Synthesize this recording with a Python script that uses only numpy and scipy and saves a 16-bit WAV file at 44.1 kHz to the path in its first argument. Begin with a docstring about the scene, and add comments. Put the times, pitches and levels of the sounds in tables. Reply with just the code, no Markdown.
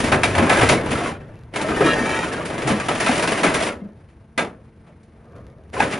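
"""Scrapyard, outdoors: a hydraulic baler folds its steel lid down on a forklift, before a two-port microphone.
The wreck grinds in bursts of tiny slips ringing through steel noise; parts snap as cracks with a noisy tail.
Panels buckle in short sagging swings; struck steel clanks and fragments ping as decaying modes.
Steel squeals on the press wall in bending tones; as the lid eases off, filtered slips creak.
Behind the wreck a diesel pump drones: steady tones over throbbing low noise."""
import sys
import numpy as np
from scipy import signal
from scipy.fft import rfft, irfft, next_fast_len
from scipy.io import wavfile
from scipy.ndimage import uniform_filter1d

SR = 44100
rng = np.random.default_rng(int(sys.argv[2]) if len(sys.argv) > 2 else 0)


def store_pcm(level_fs):
    """Save levels as 16-bit WAV."""
    pcm = np.round(np.clip(level_fs, -1, 1) * 32767).astype(np.int16)
    wavfile.write(sys.argv[1], SR, np.atleast_2d(pcm).T)


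N = 264159
TIME = np.arange(N) / SR
SIZE = next_fast_len(N)
FREQS = np.maximum(np.arange(SIZE // 2 + 1) * SR / SIZE, 1)

# five registers of the wreck: frame, panels, brackets, tearing sheet, grit: low f/Hz, high f/Hz
REGISTERS = [(42, 130), (130, 600), (600, 1800), (1800, 4200), (4200, 12500)]
# decay of each register's ring: T60/s
RING_T60_S = [0.35, 0.43, 0.3, 0.22, 0.21]
# colour of the crushed steel: f/Hz, relative level per Hz/dB
STEEL_COLOUR = [(25, -41), (45, -14.5), (100, -0.5), (250, 1.5), (540, 1.5), (1080, -6), (1650, -7.5),
                (2400, -10.5), (4200, -23.5), (6200, -29), (8000, -24.5), (9800, -23.5), (10700, -38),
                (12000, -72.5)]
# resonances of the press chamber: f/Hz, width/Hz, lift/dB
CHAMBER = [(246, 77, 1.5), (466, 6, -1), (632, 55, -0.5), (640, 63, 1), (1314, 35, 4), (1690, 23, 4),
           (1800, 40, -0.5), (2370, 60, -2), (2870, 59, -1.5), (3540, 47, 3)]

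# force of the lid, one curve a push: t/s, effort level/dB, brightness/dB per register
PUSHES = [
    [(0.0, -19, 1), (0.2, -28.5, -0.5), (0.33, -26.5, 1), (0.42, -23.5, -1), (0.57, -19, -0.5),
     (0.64, -18, -1.5), (0.68, -21, 1), (0.73, -17, -1), (0.83, -28, -3), (0.95, -25, 0), (1.09, -27, 0.7),
     (1.18, -43.5, -1), (1.5, -58.5, 2)],
    [(1.53, -43, 0), (1.56, -29.5, 1.5), (1.71, -24, -2), (1.88, -21.5, -0.5), (1.96, -23.5, -0.5),
     (2.17, -24.5, 1.7), (2.42, -30, -0.5), (2.62, -29.5, 0.3), (2.71, -21, -2.5), (2.83, -30, 1.6),
     (3.1, -24, 2), (3.4, -23.5, 0.5), (3.57, -23.5, 0.3), (3.68, -25, 1.3), (3.78, -47, -4.5),
     (3.95, -60, -4.5)],
    [(5.12, -68, -2), (5.29, -60, -3), (5.366, -53, -4.5), (5.48, -60, -4.5), (5.68, -65, -5)],
    [(5.74, -31, 1), (5.81, -21.5, -1.5), (5.89, -30.5, 1.5), (5.93, -28.5, 3.5), (5.99, -33, 0)],
]
# panels, brackets, sheet, grit at the usual effort: relative level/dB
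GRIND_DB = [-0.5, -3, -6.5, -10.5]
# the same four, their rise with effort (a weak push is dull): slope/dB per dB
EFFORT_SLOPES = [0.849, 1.001, 1.17, 1.42]
# groan of the heavy frame while it still resists: t/s, level/dB
FRAME_GROAN = [(0.0, -27.5), (0.4, -31), (0.7, -26), (0.83, -34), (0.95, -28), (1.02, -35.5), (1.58, -45),
               (1.7, -33.5), (2.55, -39.5), (2.9, -35.5), (3.25, -41), (3.6, -39), (4.1, -58),
               (5.15, -65.5), (5.38, -42.5), (5.65, -50.5), (5.82, -33.5), (5.99, -47)]
# less crunch while the steel slides, panels to grit: reduction/dB
SLIDE_RELIEF_DB = [0.3, 1.3, 3.8, 2.5]
USUAL_EFFORT_DB = -22
STICK_DB, STICK_S = 2, 0.086   # depth and time constant of the jam before a part gives way
SLIDE_S, SLIDE_HALF_S = 2.06, .2   # middle and half length of the slide

# parts that snap: t/s, level/dB before the mix, brightness/dB per register, rise/s
SNAPS = [(0.054, -25.5, 1.5, .002), (0.117, -12.5, -2, 0.0029), (0.2333, -15.5, 2, .0003),
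         (0.35, -18, -1, 0.00096), (0.380, -15.5, -2.5, 0.0015), (0.424, -23, -5, 0.0023),
         (0.494, -13.5, 0.5, .003), (0.530, -21, 1.5, .003), (0.569, -19, 0, .002), (0.588, -17, 0, 0.0032),
         (0.609, -16, 0.5, 0.0034), (0.646, -21, -2, .003), (0.689, -13.5, 3, 0.00091),
         (0.860, -32, 0, .001), (0.906, -19.5, 2, 0.0069), (0.971, -29.5, -0.5, 0.0016),
         (1.036, -28.5, -1, .002), (1.537, -30.5, -0.5, 0.0011), (1.559, -25, 2, 0.00082),
         (1.611, -30, 4, 0.0017), (1.805, -18.5, -4, 0.0037), (1.858, -22, 2, 0.0034),
         (2.322, -31, 1.5, 0.0017), (2.452, -31.5, 5, 0.0018), (2.498, -30.5, -1.5, .001),
         (2.579, -26.5, -0.8, .0005), (2.618, -31, 1.5, .001), (2.672, -21, 5, 0.004),
         (2.798, -27.5, 1.5, 0.0012), (2.884, -18.5, 0, 0.0011), (2.952, -28.5, 2, .001),
         (3.000, -19, 2.5, .003), (3.061, -19.5, 2.5, 0.0015), (3.082, -22, 1.5, .001),
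         (3.113, -20, -0.5, 0.0008), (3.154, -24.5, 2.5, .001), (3.195, -24, 3, .001),
         (3.223, -23.5, 2.5, .001), (3.274, -19.5, 2, 0.0017), (3.318, -23, 2, .001),
         (3.376, -25.5, 1, 0.0009), (3.431, -14, 0.5, .002), (3.464, -20.5, -1, .001),
         (3.541, -19.5, 3, 0.0014), (3.602, -26.5, 2, .001), (3.622, -22.5, 4, 0.0022),
         (3.664, -28.5, 3, .002), (4.085, -55, 0.5, 0.0043), (4.3768, -17, 0, 0.0012),
         (4.863, -51, -1.5, .008), (5.030, -70, 10, .001), (5.352, -62, 6, .006),
         (5.73, -32.5, -0.5, 0.004), (5.8, -23.5, 2, 0.0017), (5.822, -23, -4, 0.0019),
         (5.924, -26, -1, 0.0017)]
# share of a snap, by register: relative level/dB
SNAP_SHARE_DB = [-19, -3, -.5, -2.5, -8.5]
# hard front of a snap, by register: relative level/dB
CRACK_DB = [-12, -12, -9, -4.5, -9]

# panels that buckle: t/s at the crest, peak level/dB before the mix, f/Hz at the crest
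BUCKLES = [(0.041, -12, 247), (0.19, -20, 99), (0.320, -17.5, 91.5), (0.384, -9.5, 345),
           (0.394, -12.5, 88.5), (0.432, -6.5, 225), (0.636, -10.5, 111), (0.722, -10, 215),
           (0.727, -14, 123), (0.930, -14, 255), (1.812, -3, 430), (1.844, -9.5, 332), (1.862, -6, 295),
           (2.015, -10, 244), (2.661, -18.5, 131), (2.721, -8.5, 203), (3.095, -6, 740), (3.099, -7, 250),
           (3.450, -9, 289), (3.828, -19.5, 206), (3.868, -26, 207), (5.800, -15, 630), (5.806, 0.5, 780)]
BUCKLE_CYCLES = 2.2   # swings from the crest down to 1/e

# heavy parts knocking on the press wall: t/s, level/dB, f/Hz around which the blow rings most
CLANKS = [(0.122, -16.5, 1050), (0.376, -22, 1000), (0.2335, -14, 2950), (0.499, -13, 1500),
          (0.556, -19.5, 1400), (0.622, -17.5, 1200), (0.691, -24, 2100), (2.677, -20.5, 980),
          (2.799, -29, 2400), (2.886, -23, 840), (3.062, -22.5, 2500), (3.276, -26, 2700),
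          (3.434, -18.5, 1350), (3.543, -24.5, 1400), (4.378, -20, 2200), (4.384, -24, 800),
          (5.804, -22.5, 1560), (5.926, -33, 2500)]
# modes of the knocked steel, before each blow's detuning: f/Hz, relative level/dB, T60/s
CLANK_MODES = [(530, -5, 0.15), (608, -1.5, .14), (735, -3, .11), (868, -4.5, 0.079), (1216, -7, 0.17),
               (1303, -4.5, .18), (1532, -3.5, 0.14), (1635, -1.5, 0.14), (1666, -5, 0.16),
               (1988, -5.5, .16), (2100, -6.5, 0.13), (2310, -6.5, .2), (2434, -5, 0.13), (2530, -9, .13),
               (2800, -5.5, 0.11), (3450, -11.5, 0.17), (3760, -13.5, .1), (4150, -13, 0.049),
               (4920, -12, .06), (5540, -14, .06)]
CLANK_OCTAVES = 1.1   # how far from its centre a blow still wakes the modes

# modes of a small fragment, before its own detuning: multiple of its pitch, relative level/dB
FRAGMENT_MODES = [(1, 0), (1.58, -4.5), (2.35, -7)]

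# tones friction locks on to: f/Hz, relative level/dB, t/s at mid-grip, half length/s
SQUEALS = [(892, -32, 2.08, .19), (1310, -24, 1.88, 0.032), (1310, -33.5, 2.12, .18),
           (1450, -37, 2.2, 0.064), (1670, -24, 1.89, .057), (1684, -32.5, 2.05, 0.12),
           (1840, -27.5, 1.958, .1), (1880, -32, 2.16, 0.1), (2316, -31, 2.09, .13),
           (2400, -29.5, 1.885, .05), (2400, -36, 2.225, 0.042), (2530, -40.5, 2.15, 0.09),
           (2670, -39.5, 2.06, .19), (2805, -28.5, 1.9, 0.037), (2850, -40, 1.9, .06),
           (3070, -36.5, 2.125, .04), (3160, -43, 2.13, .14), (3242, -33, 1.9, .045),
           (3372, -40, 1.88, .05), (3768, -37.5, 1.89, .045), (3750, -47, 2.13, .14),
           (3995, -42, 1.89, .04), (4050, -39.5, 1.91, 0.046), (4040, -45.5, 2.07, 0.082),
           (4735, -45, 1.99, .07), (4878, -47.5, 1.89, .05), (5610, -51.5, 2.07, .19),
           (6000, -47.5, 1.99, 0.068), (6490, -55, 2.07, .19), (6745, -49.5, 2.08, .19),
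           (7130, -53.5, 2.08, .1), (7505, -52.5, 2.0, .14)]
# squeal pitch following the contact pressure: t/s, bend/percent
SQUEAL_BEND = [(1.86, .4), (1.96, -0.44), (2.03, -0.22), (2.12, 0.1), (2.27, 1.43)]

# creaks as the lid eases off: t/s at the crest, level/dB, half length/s, f/Hz
CREAKS = [(4.89, -53, 0.032, 600), (5.207, -59, .03, 686), (5.255, -58.5, 0.041, 790),
          (5.345, -51, 0.05, 506), (5.39, -53.5, 0.06, 670), (5.47, -58, 0.07, 490),
          (5.59, -60, 0.045, 660)]

# colour of the pump's rumble, its tilt quartered for the walls' answer: f/Hz, relative level per Hz/dB
RUMBLE_COLOUR = [(25, -33), (45, 0), (86, 5), (160, 1), (250, -6.5), (450, -12), (600, -16), (2170, -25.5),
                 (3200, -34.5), (7000, -44), (9600, -35), (11500, -64.5)]
# tones of the diesel pump: f/Hz, rms level/dB around which they surge
PUMP_TONES = [(75.4, -63), (220.7, -58), (333.8, -66.5), (446.8, -67), (479.1, -69.5), (667.5, -71),
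              (888.2, -74), (1093, -78), (1556, -76)]
RUMBLE_DB = -48   # level around which the rumble surges

# the two microphone ports: f/Hz, likeness of the two sides (0 to 1), phase/rad by which left leads
MIC_PORTS = [(150, .995, 0), (400, .982, .01), (850, .78, .1), (1450, .76, .65), (2300, .94, 0),
             (3200, .82, -.2), (4300, .93, -.05), (5300, .8, -.2), (6100, .9, -.05), (7100, .65, -1.5),
             (7800, .9, -3), (8600, .9, -2.9), (9400, .68, -1.2), (10400, .98, -.05)]
CUTOFF_HZ = 11400


def grinding(registers, levels, count=5):
    """Slips at several contact spots shake all registers at once; the push sets how loud each one is."""
    forces = [slips(per_s=210, spread_db=4.5, clump_db=4.5) for spot in range(count)]
    out = 0
    for modes, level, t60 in zip(registers, levels, RING_T60_S):
        crunch = sum(ring_out(force, modes, t60, direct_db=-3, direct_s=0.019) for force in forces)
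        # the steady ram releases about the same energy from moment to moment
        energy = uniform_filter1d(np.mean(crunch ** 2, axis=0), size=SR // 14)
        out = out + crunch / np.sqrt(energy + 1e-12) * level
    return out


def push_level(order):
    """How hard a register is worked: own curve for the frame; the rest follow the lid and jam before snaps."""
    if order == 0:
        return from_db(np.interp(TIME, *np.transpose(FRAME_GROAN)))
    level = 0
    for push in PUSHES:
        s, effort_db, bright_db = np.transpose(push)
        db = USUAL_EFFORT_DB + GRIND_DB[order - 1]
        db = db + EFFORT_SLOPES[order - 1] * (effort_db - USUAL_EFFORT_DB)
        db = db + bright_db * (order - 2)
        # steep fades before and after the push, in dB per second
        outside_db = 1500 * np.maximum(s[0] - TIME, 0) + 300 * np.maximum(TIME - s[-1], 0)
        level = level + from_db(np.interp(TIME, s, db) - outside_db)
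    snaps = np.append(np.sort(np.array(SNAPS)[:, 0]), np.inf)
    until_snap = snaps[np.searchsorted(snaps, TIME)] - TIME
    jam_db = STICK_DB * np.exp(-until_snap / STICK_S)
    relief_db = SLIDE_RELIEF_DB[order - 1] * grip(TIME, SLIDE_S, SLIDE_HALF_S)
    return level * from_db(-relief_db - jam_db)


def slips(per_s, spread_db, clump_db):
    """Tiny stick-slip releases of uneven size and either sign, at random moments, in loud and soft clumps."""
    sizes = from_db(spread_db * np.minimum(rng.exponential(1, N), 4)) * rng.choice([-1, 1], N)
    released = rng.random(N) < per_s / SR
    return sizes * released * from_db(clump_db * drift(55))


def snapping(registers, crack_s, clatter_db):
    """A part gives way: a hard crack, then every register clatters down, the low ones swelling later."""
    out = np.zeros((2, N))
    clatter = from_db(clatter_db * drift(160))
    for s, db, bright_db, rise in SNAPS:
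        start = int(s * SR)
        t = TIME[:min(SR * 3 // 5, N - start)]
        span = slice(start, start + len(t))
        for k, ((low_hz, high_hz), modes, t60) in enumerate(zip(REGISTERS, registers, RING_T60_S)):
            crack = clatter[span] + from_db(CRACK_DB[k]) * np.exp(-t / crack_s)
            attack = crack * (1 - np.exp(-t / (rise + 1 / high_hz)))
            level = from_db(db + SNAP_SHARE_DB[k] + bright_db * (k - 2.5) - 60 * t / t60)
            place = rng.integers(N - SR)   # each part sounds its own mixture of modes
            out[:, span] += modes[:, place:place + len(t)] * attack * level
    return out


def buckling(wet_db, sag, rough, bend):
    """A panel swings a few cycles, pitch sagging as it yields; wide swings add overtones, the chamber answers."""
    out = np.zeros(N)
    wobble = rough * drift(250)
    for s, db, hz in BUCKLES:
        half = BUCKLE_CYCLES / hz
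        near = np.abs(TIME - s) < 3 * half
        u = (TIME[near] - s) / half
        phase = 2 * np.pi * np.cumsum(hz * (1 - sag * u + wobble[near])) / SR
        swing = from_db(db) * np.exp(-u ** 2)
        overtones = bend * swing * (np.sin(2 * phase) + np.sin(3 * phase))
        out[near] += swing * (np.sin(phase) + overtones)
    walls = noise(from_db(at_hz(RUMBLE_COLOUR, FREQS) / 4) * (FREQS < 3000))
    return out + from_db(wet_db) * ring_out(out, walls, t60=0.29, direct_db=5.0, direct_s=.003)


def clanking(uneven_db, rebound_s, rebound_db, rise_s, detune):
    """A part strikes and rebounds twice, waking modes near the blow's pitch, detuned at random for each blow."""
    out = np.zeros((2, N + SR))
    t = TIME[:SR // 4]
    hz, mode_db, t60 = np.transpose(CLANK_MODES)
    decays = from_db(-60 * t / t60[:, None]) * (1 - np.exp(-t / rise_s))
    for s, db, centre_hz in CLANKS:
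        detuned_hz = hz * (1 + detune * rng.standard_normal(len(hz)))
        rings = np.exp(2j * np.pi * detuned_hz[:, None] * t) * decays
        reach = np.exp(-(np.log2(hz / centre_hz) / CLANK_OCTAVES) ** 2)
        for k in range(3):
            start = int((s + k * rebound_s * (.5 + rng.random())) * SR)
            uneven = uneven_db * rng.standard_normal(len(hz))
            gains = reach * from_db(db + mode_db + k * rebound_db + uneven)
            # phases differ a little between the sides
            phases = 2 * np.pi * rng.random(len(hz)) + .5 * rng.standard_normal((2, len(hz)))
            out[:, start:start + len(t)] += ((gains * np.exp(1j * phases)) @ rings).imag
    return out[:, :N]


def pinging(load, count, level_db, spread_db, t60, low_hz, high_hz):
    """Small fragments twang free at random in a few inharmonic modes, as hard as the push works them."""
    out = np.zeros((2, N))
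    t = TIME[:SR // 8]
    sides = np.array([[1], [-1]])
    ratios, mode_db = np.transpose(FRAGMENT_MODES)
    for when, pitch, size, lag, *shape in rng.random((count, 4 + len(FRAGMENT_MODES))):
        start = int(when * (N - len(t)))
        detune = 2 ** ((np.array(shape) - .5) / 2)   # up to a quarter octave either way
        hz = low_hz * (high_hz / low_hz) ** pitch * ratios * detune
        gains = load[start] * from_db(level_db + mode_db + at_hz(STEEL_COLOUR, hz) - spread_db * size)
        tone = gains @ np.exp(2j * np.pi * hz[:, None] * t) * np.exp(1j * (lag - .5) * sides)
        out[:, start:start + len(t)] += tone.imag * from_db(-60 * t / t60) * (1 - np.exp(-hz[0] * t))
    return out


def squealing(waver, jitter, flutter_db, rasp, level_db, mixing):
    """Friction locks on to mode after mode; tones bend with pressure, flutter, and rasp as contact chatters."""
    near = np.abs(TIME - SLIDE_S) < 2 * SLIDE_HALF_S
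    out = np.zeros((2, N))
    tones = 0
    pressure = np.interp(TIME[near], *np.transpose(SQUEAL_BEND)) / 100 + waver * drift(22)[near]
    for hz, db, s, half in SQUEALS:
        phase = 2 * np.pi * np.cumsum(hz * (1 + pressure + jitter * drift(300)[near])) / SR
        swell = grip(TIME[near], s, half) * from_db(db + flutter_db * drift(70)[near])
        tones = tones + swell * np.sin(phase + rng.normal(0, 0.2, (2, 1)))
    tones = tones * (1 + rasp * drift(380)[near])
    # the contact is not linear, so the modes breed a crowd of sum tones
    high_pass = signal.butter(2, 1500, "high", fs=SR, output="sos")
    sum_tones = signal.sosfilt(high_pass, tones ** 2)
    out[:, near] = from_db(level_db) * (tones + mixing * sum_tones)
    return out


def grip(t, s, half):
    """A flat-topped swell around the time s, as the contact takes hold and lets go."""
    return np.exp(-np.minimum(((t - s) / half) ** 4, 30))


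def creaking(sharpness, joint_hz, joint_db):
    """Slips of a relaxing joint ring in two broad modes: a groan pitched for each creak, and the joint's own."""
    out = np.zeros(N)
    force = slips(per_s=260, spread_db=2.5, clump_db=4.5)
    # the chamber dulls and smears the slips
    force = ring_out(force, steel_noise(350, 1500), t60=.2, direct_db=0, direct_s=.01)[0]
    for s, db, half, hz in CREAKS:
        near = np.abs(TIME - s) < 3 * half
        groan, joint = [rms_one(signal.lfilter(*signal.iirpeak(f, sharpness, fs=SR), force[near]))
                        for f in (hz, joint_hz)]
        swell = from_db(db) * np.exp(-((TIME[near] - s) / half) ** 2)
        out[near] += swell * (groan + from_db(joint_db) * joint)
    return out


def diesel_pump(waver, tones_db, throb, surge_db):
    """Firing and piston tones over an exhaust rumble that throbs with the crankshaft and surges unevenly."""
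    turns = np.cumsum(1 + waver * drift(25)) / SR   # running time in s, slightly uneven
    tones = 0
    for hz, db in PUMP_TONES:
        level = from_db(db + surge_db * drift(8.2)) * np.sqrt(2)
        tones = tones + level * np.sin(2 * np.pi * (hz * turns + rng.random()))
    rumble = noise(from_db(at_hz(RUMBLE_COLOUR, FREQS)))
    rumble = rumble * (1 + throb * np.sin(2 * np.pi * 25 * turns))
    return from_db(tones_db) * tones + from_db(RUMBLE_DB + surge_db * drift(18)) * rumble


def ring_out(force, modes, t60, direct_db, direct_s):
    """A force on one spot of the steel: a short direct crack, then the chamber's dense tail; power is kept."""
    t = TIME[:SR // 4]
    place = rng.integers(N - SR)
    decay = from_db(-60 * t / t60) + from_db(direct_db) * np.exp(-t / direct_s)
    response = modes[:, place:place + len(t)] * decay
    response = response / np.sqrt(np.sum(response ** 2) / 2)
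    return signal.fftconvolve(force[None].astype(np.float32), response.astype(np.float32), axes=1)[:, :N]


def steel_noise(low, high):
    """The crowded modes of wreck and chamber within one register, as coloured noise."""
    lift_db = sum(db / (1 + (2 * (FREQS - hz) / width) ** 2) for hz, width, db in CHAMBER)
    band = 1 / np.sqrt((1 + (low / FREQS) ** 10) * (1 + (FREQS / high) ** 10))
    return noise(band * from_db(at_hz(STEEL_COLOUR, FREQS) + lift_db))


def noise(gain):
    """Stereo noise of a given colour, as alike on both sides as the microphone ports hear it; rms 1."""
    mid, side = rfft(rng.standard_normal((2, SIZE)))
    alike = np.clip(at_hz(MIC_PORTS, FREQS), 0, .999)
    spectra = np.sqrt(1 + alike) * mid + np.sqrt(1 - alike) * side * [[1], [-1]]
    return rms_one(irfft(gain * spectra, SIZE)[:, :N])


def drift(rate):
    """Slow chance: straight lines between random knots of spread 1, rate knots a second."""
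    knots = rng.standard_normal(4000)
    return np.interp(TIME * rate, np.arange(len(knots)), knots)


def at_hz(points, hz, order=1):
    """Read one column of a table on a log-frequency axis."""
    table = np.array(points)
    return np.interp(np.log(hz), np.log(table[:, 0]), table[:, order])


def rms_one(x):
    """Scale to an rms of 1."""
    return x / np.sqrt(np.mean(x ** 2) + 1e-20)


def from_db(db):
    """Decibels to amplitude gain."""
    return np.exp(np.asarray(db) * (np.log(10) / 20))


def scene():
    """The wreck in the press, with the pump behind it."""
    registers = [steel_noise(low, high) for low, high in REGISTERS]
    levels = [push_level(k) for k in range(len(REGISTERS))]
    wreck = grinding(registers, levels)
    wreck = wreck + from_db(-1.0) * snapping(registers, crack_s=0.0038, clatter_db=1.5)
    wreck = wreck + from_db(-4.5) * buckling(wet_db=-15.0, sag=0.028, rough=0.06, bend=0.32)
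    wreck = wreck + clanking(uneven_db=2.0, rebound_s=.009, rebound_db=-6.5, rise_s=0.00058, detune=.018)
    load = np.hypot(levels[2], levels[3])   # brackets and sheet
    wreck = wreck + pinging(load, count=300, level_db=15, spread_db=13.5, t60=0.085,
                            low_hz=620.7, high_hz=3400)
    wreck = wreck + squealing(waver=.0015, jitter=.003, flutter_db=3.2, rasp=.38, level_db=1.2, mixing=.8)
    wreck = wreck + creaking(sharpness=9.6, joint_hz=1160, joint_db=-6)
    return wreck + diesel_pump(waver=0.00506, tones_db=0.0, throb=0.2, surge_db=1.4)


def record(dry):
    """The microphone: ports shift phase and level between the sides; peaks are rounded and the top is cut."""
    lead = at_hz(MIC_PORTS, FREQS, order=2)
    sides = np.array([[1], [-1]])
    heard = irfft(rfft(dry, SIZE) * np.exp(.5j * lead * sides), SIZE)[:, :N]
    heard = heard * from_db(.3 * sides)
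    rounded = 1.3 * np.tanh(heard / 1.3)
    low_pass = signal.ellip(8, .05, 60, CUTOFF_HZ, fs=SR, output="sos")
    return signal.sosfiltfilt(low_pass, rounded)


dry = scene()
out = record(dry)
store_pcm(out)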